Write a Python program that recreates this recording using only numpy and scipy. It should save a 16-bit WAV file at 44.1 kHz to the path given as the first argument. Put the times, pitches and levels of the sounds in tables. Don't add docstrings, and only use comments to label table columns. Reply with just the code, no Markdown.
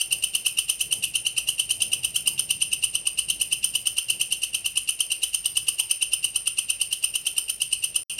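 import sys
import numpy as np
from scipy import signal
from scipy.fft import rfft, irfft, next_fast_len
from scipy.io import wavfile
from scipy.ndimage import uniform_filter1d

SR = 44100
rng = np.random.default_rng(int(sys.argv[2]) if len(sys.argv) > 2 else 0)


def digitize_waveform(pressure):
    field = np.atleast_2d(pressure).T
    bounded = np.clip(field, -1, 1)
    quanta = np.round(bounded * 32767).astype(np.int16)
    wavfile.write(sys.argv[1], SR, quanta)


def undo_db(level):
    steps = np.asarray(level, float) / 20
    return 10 ** steps


N = 361179
PAD = SR // 4

# pitch_hz [Hz], density_db [dB per Hz]
TYRE_ROAR = [(180, -11.5), (300, -1.2), (518, -0.4), (658, -1.5), (900, -6.5), (1300, -26), (1980, -120)]


def along(points, hz):
    f, v = np.transpose(points)
    return np.interp(np.log(hz + 1), np.log(f + 1), v)


def unit(x):
    return x / np.sqrt(np.mean(x ** 2) + 1e-20)


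def wobble(shape, rate):
    span = max(int(SR / rate), 1)
    smooth = uniform_filter1d(rng.standard_normal(shape), span)
    return unit(uniform_filter1d(smooth, span))


def noise(shape, spectrum, spiky=0):
    hz = np.fft.rfftfreq(shape[-1], 1 / SR)
    kicks = rng.standard_normal(shape)
    kicks = kicks * np.abs(kicks) ** spiky
    return unit(irfft(rfft(kicks) * undo_db(along(spectrum, hz)), shape[-1]))


def still_air():
    # pitch_hz [Hz], density_db [dB per Hz]
    air_tone = [(500, -19.5), (900, -14), (1700, -9.5), (2200, -3.5), (5000, -7), (12000, -20),
                (13500, -27), (16000, -32)]
    return undo_db(-57 + 0.27 * wobble(N, 3.8)) * noise((N,), air_tone)


def low_hum(t):
    hum_hz, hum_db = 48, -64
    return undo_db(hum_db + 2.8 * wobble(N, 14)) * np.sqrt(2) * np.sin(2 * np.pi * hum_hz * t)


def far_traffic(t):
    # time_s [s], level_db [dB]
    swell_points = [(0.0, -65), (0.11, -55), (0.76, -61), (0.98, -51), (1.15, -59), (1.56, -56),
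                    (1.58, -63), (1.74, -52), (3.21, -58), (3.28, -54), (4.0, -61), (4.02, -70),
                    (4.17, -52), (4.45, -63), (4.56, -57), (4.95, -62.5), (7.8, -61)]
    # pitch_hz [Hz], density_db [dB per Hz]
    thrum = [(31, -49), (52, 1), (75, -7), (110, -4), (140, -47), (240, -120)]
    # pitch_hz [Hz], density_db [dB per Hz]
    drone = [(53, -47), (90, -3), (113, 2.5), (161, 0), (263, -10), (400, -12.5), (520, -39), (880, -120)]
    # level_db [dB over the mean], follow [share of the swell], wander_db [dB of own wander]
    layers = [
        (-4.5, .4, 1.5),
        (-1, 1.1, .8),
        (-3.5, .3, .6),
    ]
    swell_db = np.interp(t, *np.transpose(swell_points))
    mean_db = swell_db.mean()
    traffic = 0
    for (db, follow, wander_db), tone in zip(layers, (thrum, drone, TYRE_ROAR)):
        layer_db = mean_db + db + follow * (swell_db - mean_db)
        layer_db = layer_db + wander_db * wobble(N, 4.5) + 1.8 * wobble(N, 12.3)
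        traffic = traffic + undo_db(layer_db) * noise((N,), tone)
    return traffic


def passing_engine(t):
    # time_s [s], firing_hz [Hz], level_db [dB]
    engine_pass = [
        (1.6, 108, -81),
        (1.8, 112, -57),
        (2.1, 116, -64),
        (2.4, 121, -63),
        (2.7, 116, -76),
        (3, 100, -71),
        (3.3, 92, -84),
    ]
    time_s, firing_hz, engine_db = np.transpose(engine_pass)
    turn = 2 * np.pi * np.cumsum(np.interp(t, time_s, firing_hz)) / SR + 0.7 * wobble(N, 25)
    firing = np.sin(turn) + 0.94 * np.sin(2 * turn)
    tyres = undo_db(-0.5) * noise((N,), TYRE_ROAR)
    return undo_db(np.interp(t, time_s, engine_db) + 2.0 * wobble(N, 9.9)) * (firing + tyres)


def far_hoots(t):
    # start_s [s], pitch_hz [Hz], level_db [dB], t60_s [s to fall 60 dB]
    far_calls = [
        (2.265, 920, -55, 0.4),
        (5.795, 910, -54, 0.45),
    ]
    hoots = 0
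    for start_s, hz, db, t60_s in far_calls:
        age = np.clip(t - start_s, 0, None)
        envelope = undo_db(db - 60 * age / t60_s + 2.4 * wobble(N, 59.6)) * (1 - np.exp(-age / 0.01))
        band = [(hz - 200, -60), (hz - 50, -3), (hz + 50, -3), (hz + 200, -60)]
        hoots = hoots + envelope * noise((N,), band)
    return hoots


def background():
    t = np.arange(N) / SR
    return far_traffic(t) + still_air() + low_hum(t) + passing_engine(t) + far_hoots(t)


def walls(x, tail_db):
    # delay_ms [ms], low_db [dB at 3 kHz], high_db [dB at 9 kHz]
    echoes = [(5.36, -9, -14), (11.92, -17.5, -14.5), (18.4, -18, -25), (21.4, -20, -27), (26, -18, -29),
              (29.32, -19, -46), (36.16, -19, -24.5), (42.88, -36, -18.5), (58.6, -53, -20.5)]
    # pitch_hz [Hz], t60_s [s]
    room_decay = [(1000, 0.9), (2500, 0.48), (3200, 0.32), (6000, 0.24), (9000, 0.38), (11000, 0.26),
                  (14000, 0.39)]
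    # pitch_hz [Hz], gain_db [dB]
    room_tone = [(2350, -14), (2520, 7.5), (2700, 4.5), (2950, -3), (3300, 3), (3700, -2), (6000, 3),
                 (8200, 1.5), (8550, 4.5), (9000, -2), (9400, 5), (10500, 1.5), (13000, 1)]
    hz, t, z = signal.stft(rng.standard_normal(SR // 2), SR, nperseg=256)
    decay = undo_db(-60 * t / along(room_decay, hz)[:, None])
    tail = signal.istft(z * decay, SR, nperseg=256)[1]
    tail *= np.clip((np.arange(len(tail)) / SR - 0.005) / 0.026, 0, 1)
    size = next_fast_len(len(x) + SR)
    hz = np.fft.rfftfreq(size, 1 / SR)
    answer = undo_db(tail_db) * rfft(tail / np.linalg.norm(tail), size)
    for delay_ms, low_db, high_db in echoes:
        tilt = undo_db(along([(3000, low_db), (9000, high_db)], hz))
        answer = answer + tilt * np.exp(-2j * np.pi * hz * delay_ms / 1000)
    return irfft(rfft(x, size) * answer * undo_db(along(room_tone, hz)), size)[:len(x)]


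def stroke_rows():
    # first_s [s], last_s [s], level_db [dB, first partial], third_db [dB over the first]
    runs = [(0.0158, 0.3548, -20.2, 3), (0.4683, 0.59, -19.5, 2), (0.7006, 1.043, -20, 2.5),
            (1.159, 1.2693, -20, 2.7), (1.3832, 1.4906, -19.5, 2.5), (1.5996, 1.8239, -20, 2.5),
            (1.9359, 2.2785, -20, 3.5), (2.3969, 2.625, -20.5, 4.5), (2.7342, 2.843, -20.5, 3),
            (2.9568, 3.0737, -21.5, 3), (3.1918, 3.5305, -20, 2.5), (3.6465, 3.7572, -20, 4),
            (3.8734, 3.9863, -20, 3), (4.1049, 4.3273, -19.8, 2.5), (4.438, 4.7759, -20.5, 2),
            (4.8945, 5.0092, -21, 4), (5.1214, 5.2384, -20.5, 4.5), (5.3487, 5.9145, -21, 5),
            (6.0285, 6.2475, -22, 6), (6.3634, 7.2722, -22, 5), (7.3846, 7.5, -22, 5),
            (7.622, 7.7324, -21.5, 4.5), (7.844, 7.9634, -22, 5.0), (8.081, 8.2014, -17, 3.5)]
    pace_s = 0.1136
    rows = []
    for first_s, last_s, db, third_db in runs:
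        count = round((last_s - first_s) / pace_s) + 1
        rows += [(s, db, third_db) for s in np.linspace(first_s, last_s, count)]
    rows = np.array(rows)
    rows = np.vstack([rows[0] - [pace_s, 0, 0], rows])
    mean, spread = np.transpose([
        (0, 0.4),
        (0, 0.6),
        (-6, 2.2),
        (5.81, 0.5),
        (13.6, 0.7),
        (-11, 1.8),
        (9.77, 2.8),
        (-12, 3)])
    chance = mean + spread * np.clip(rng.standard_normal((len(rows), len(mean))), -2, 2)
    return np.c_[rows[:, 0], rows[:, 1:] + chance[:, :2], chance[:, 2:]]


def tooth_train(stroke, ms, partial_db, waver, flutter_db):
    # pitch_hz [Hz], gain_db [dB]
    wing = [(2500, 10), (2900, -0.26), (3200, -0.7), (5600, -20.5), (6000, -11.5), (6300, -6.5),
            (8250, -27), (8600, -4.5), (9000, 1.35), (9300, -6), (10900, -6.5), (11200, 7.5),
            (11600, -12.5), (12300, -12)]
    at_ms, rate_hz, pressure_db = np.transpose(stroke)
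    each = (len(ms), 1)
    uneven = 1 + waver * wobble(ms.shape, 580) + 0.00522 * rng.standard_normal(each)
    tooth_hz = np.interp(ms, at_ms, rate_hz) * uneven
    turn = 2 * np.pi * (np.cumsum(tooth_hz, axis=1) / SR + rng.random(each))
    level_db = np.interp(ms, at_ms, pressure_db, left=-120, right=-120)
    total = 0
    for k in range(4):
        wing_db = along(wing, (k + 1) * tooth_hz)
        db = level_db + partial_db[:, [k]] + wing_db + flutter_db * wobble(ms.shape, 590)
        total = total + undo_db(db) * np.sqrt(2) * np.sin((k + 1) * turn)
    return total


def closing_stroke(paced_ms, third_db, fourth_db):
    # at_ms [ms from centre], tooth_hz [Hz], pressure_db [dB]
    closing = [
        (-10.5, 2600, -44),
        (-7.5, 2640, -15),
        (-4.5, 2760, -5.5),
        (-3, 2930, -0.5),
        (-0.3, 3010, 0),
        (3, 3045, -2.5),
        (5.5, 3133, -9.5),
        (6.5, 3250, -19.5),
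        (10, 4100, -18.5),
    ]
    flat = np.zeros_like(third_db)
    partial_db = np.c_[flat, flat, third_db, fourth_db]
    return tooth_train(closing, paced_ms, partial_db, waver=0.0057, flutter_db=2.0)


def lead_in_stroke(ms, lead_ms, lead_db):
    # at_ms [ms from centre], tooth_hz [Hz], pressure_db [dB]
    lead_in = [
        (-23.5, 2760, -35),
        (-19, 2790, -5),
        (-13.5, 2850, 0.6),
        (-11, 2784, -10),
        (-8.5, 2760, -18),
        (-4, 2710, -22),
    ]
    partial_db = lead_db + [-0.7, 7, 6, -18]
    return tooth_train(lead_in, ms + lead_ms - 14, partial_db, waver=0.009, flutter_db=2.5)


def stray_rings(ms, count, low_hz, high_hz, glide, life_ms):
    pick = rng.random((len(ms), count, 4))
    at_ms = -20 + 30 * pick[..., [0]] ** 0.7
    hz = low_hz * (high_hz / low_hz) ** pick[..., [1]]
    age = ms[:, None] - at_ms
    turn = 2 * np.pi * (hz * age / 1000 * (1 + glide * age / 2) + pick[..., [2]])
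    envelope = undo_db(6 * pick[..., [3]] - 4.5) * np.exp(-(age / life_ms) ** 2)
    return np.sum(envelope * np.sin(turn), axis=1)


def scrape_noise(ms, paced_ms):
    # at_ms [ms from centre], dull_db [dB], bright_db [dB]
    scrape_course = [(-26, -40, -61), (-18.5, -20, -27.5), (-10.5, -20.5, -23.5), (-7, -12.5, -14),
                     (4.5, -18, -18.5), (4.5, -14, -17.5), (11, -28.5, -16.5), (23, -23.5, -28),
                     (40, -54, -60)]
    # pitch_hz [Hz], density_db [dB per Hz]
    dull_tone = [(1500, -29.5), (2300, -18), (2600, -5.5), (3500, -5.5), (4100, 1.5), (5200, -4.5),
                 (6200, -2), (7400, -9.5), (8200, 5), (9000, -60)]
    # pitch_hz [Hz], density_db [dB per Hz]
    bright_tone = [(7000, -26.5), (8300, -10), (9000, 1), (10500, -2.5), (12500, -13.5), (13200, -10),
                   (13500, -34), (17000, -53)]
    at_ms, dull_db, bright_db = np.transpose(scrape_course)
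    rings = stray_rings(ms, count=10, low_hz=3280, high_hz=7950, glide=0.0094, life_ms=1.67)
    grain_db = 3 * wobble(ms.shape, 470)
    dull = undo_db(grain_db - 3.0) * noise(ms.shape, dull_tone) + 1.21 * rings
    bright = undo_db(grain_db) * noise(ms.shape, bright_tone, spiky=0.77)
    return undo_db(np.interp(paced_ms, at_ms, dull_db)) * dull + undo_db(np.interp(paced_ms, at_ms, bright_db)) * bright


def final_rasp(ms, rasp_ms, rasp_db):
    # pitch_hz [Hz], density_db [dB per Hz]
    rasp_tone = [(5000, -26.5), (8500, -6.5), (9600, -11), (10500, 9.5), (11400, 3), (12500, -32),
                 (14000, -18)]
    envelope = undo_db(rasp_db + 2.0 + 1.8 * wobble(ms.shape, 900)) * np.exp(-((ms - rasp_ms) / 2.27) ** 2)
    return envelope * noise(ms.shape, rasp_tone, spiky=0.96)


def katydid():
    columns = stroke_rows().T[:, :, None]
    start_s, db, third_db, fourth_db, rise_ms, lead_ms, lead_db, rasp_ms, rasp_db = columns
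    ms = np.arange(-1200, 1200) / SR * 1000 + 0 * start_s
    paced_ms = np.where(ms < 0, ms * 5.95 / rise_ms, ms)
    strokes = closing_stroke(paced_ms, third_db, fourth_db) + lead_in_stroke(ms, lead_ms, lead_db)
    strokes = strokes + scrape_noise(ms, paced_ms) + final_rasp(ms, rasp_ms, rasp_db)
    strokes = undo_db(db) * strokes
    where = (np.round(start_s * SR) + np.round(ms / 1000 * SR)).astype(int) + PAD
    return np.bincount(where.ravel(), strokes.ravel(), N + 2 * PAD)[:N + PAD]


def scene():
    song = katydid()
    near = song + walls(song, tail_db=-11.5)
    return (near[PAD:] + background())[None]


def microphone(x):
    size = next_fast_len(N)
    hz = np.fft.rfftfreq(size, 1 / SR)
    rounded = x / (1 + np.abs(x / 0.42) ** 4) ** 0.25
    response = [(7950, 0), (8230, -9), (8420, 0), (13100, 0), (13500, -18)]  # (Hz, dB)
    return irfft(rfft(rounded, size) * undo_db(along(response, hz)), size)[:N]


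def converter_copies(x):
    slip_curve = [(0, .1), (.06, .75), (.14, .45), (.26, 0), (.35, .15), (.53, .85), (.7, 1), (.94, .95),
                  (1, .1)]
    # level_db [dB at no slip], gained_db [dB more at full slip]
    copy_levels = [
        (-28.5, 13),
        (-25.5, 5.5),
        (-18.5, 3.5),
        (-31, -0.1),
    ]
    slip_start_s, slip_period_s = 0.93, 1.701
    shift_hz, split_hz = 3900, 10000
    t = np.arange(N) / SR
    size = next_fast_len(N)
    hz = np.fft.rfftfreq(size, 1 / SR)
    treble = rfft(x, size) * (hz / 9000) ** 2.26 * (hz < 13500)
    below = signal.hilbert(irfft(treble * (hz < split_hz), size))[:N]
    above = signal.hilbert(irfft(treble * (hz >= split_hz), size))[:N]
    cycle = (t - slip_start_s) / slip_period_s % 1
    slip = np.interp(cycle, *np.transpose(slip_curve))
    up_below, up_above, down, twice_down = (undo_db(db + gained_db * slip) for db, gained_db in copy_levels)
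    twice_down = twice_down * undo_db(2.5 * np.cos(4 * np.pi * (cycle - 0.26)))
    clock = np.exp(2j * np.pi * shift_hz * t)
    upper = (up_below * below + up_above * above) * clock
    lower = (below + above) * (down / clock + twice_down / clock ** 2)
    return np.real(upper + lower)


def dropout_and_top_cut(x):
    silence_start_s, silence_end_s, top_hz = 8.0345, 8.0965, 16580
    t = np.arange(N) / SR
    fade_out = (silence_start_s - t) / 0.00078
    fade_in = (t - silence_end_s) / 0.0011
    gate = np.clip(np.maximum(fade_out, fade_in), 0, 1)
    size = next_fast_len(N)
    hz = np.fft.rfftfreq(size, 1 / SR)
    return irfft(rfft(x * gate, size) * (hz < top_hz), size)[None, :N]


def band_limit(x):
    return signal.sosfilt(signal.butter(12, 16700, fs=SR, output="sos"), x)


def record(dry):
    x = microphone(dry[0])
    heard = dropout_and_top_cut(x + converter_copies(x))
    return band_limit(heard)


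dry = scene()
out = record(dry)
digitize_waveform(out)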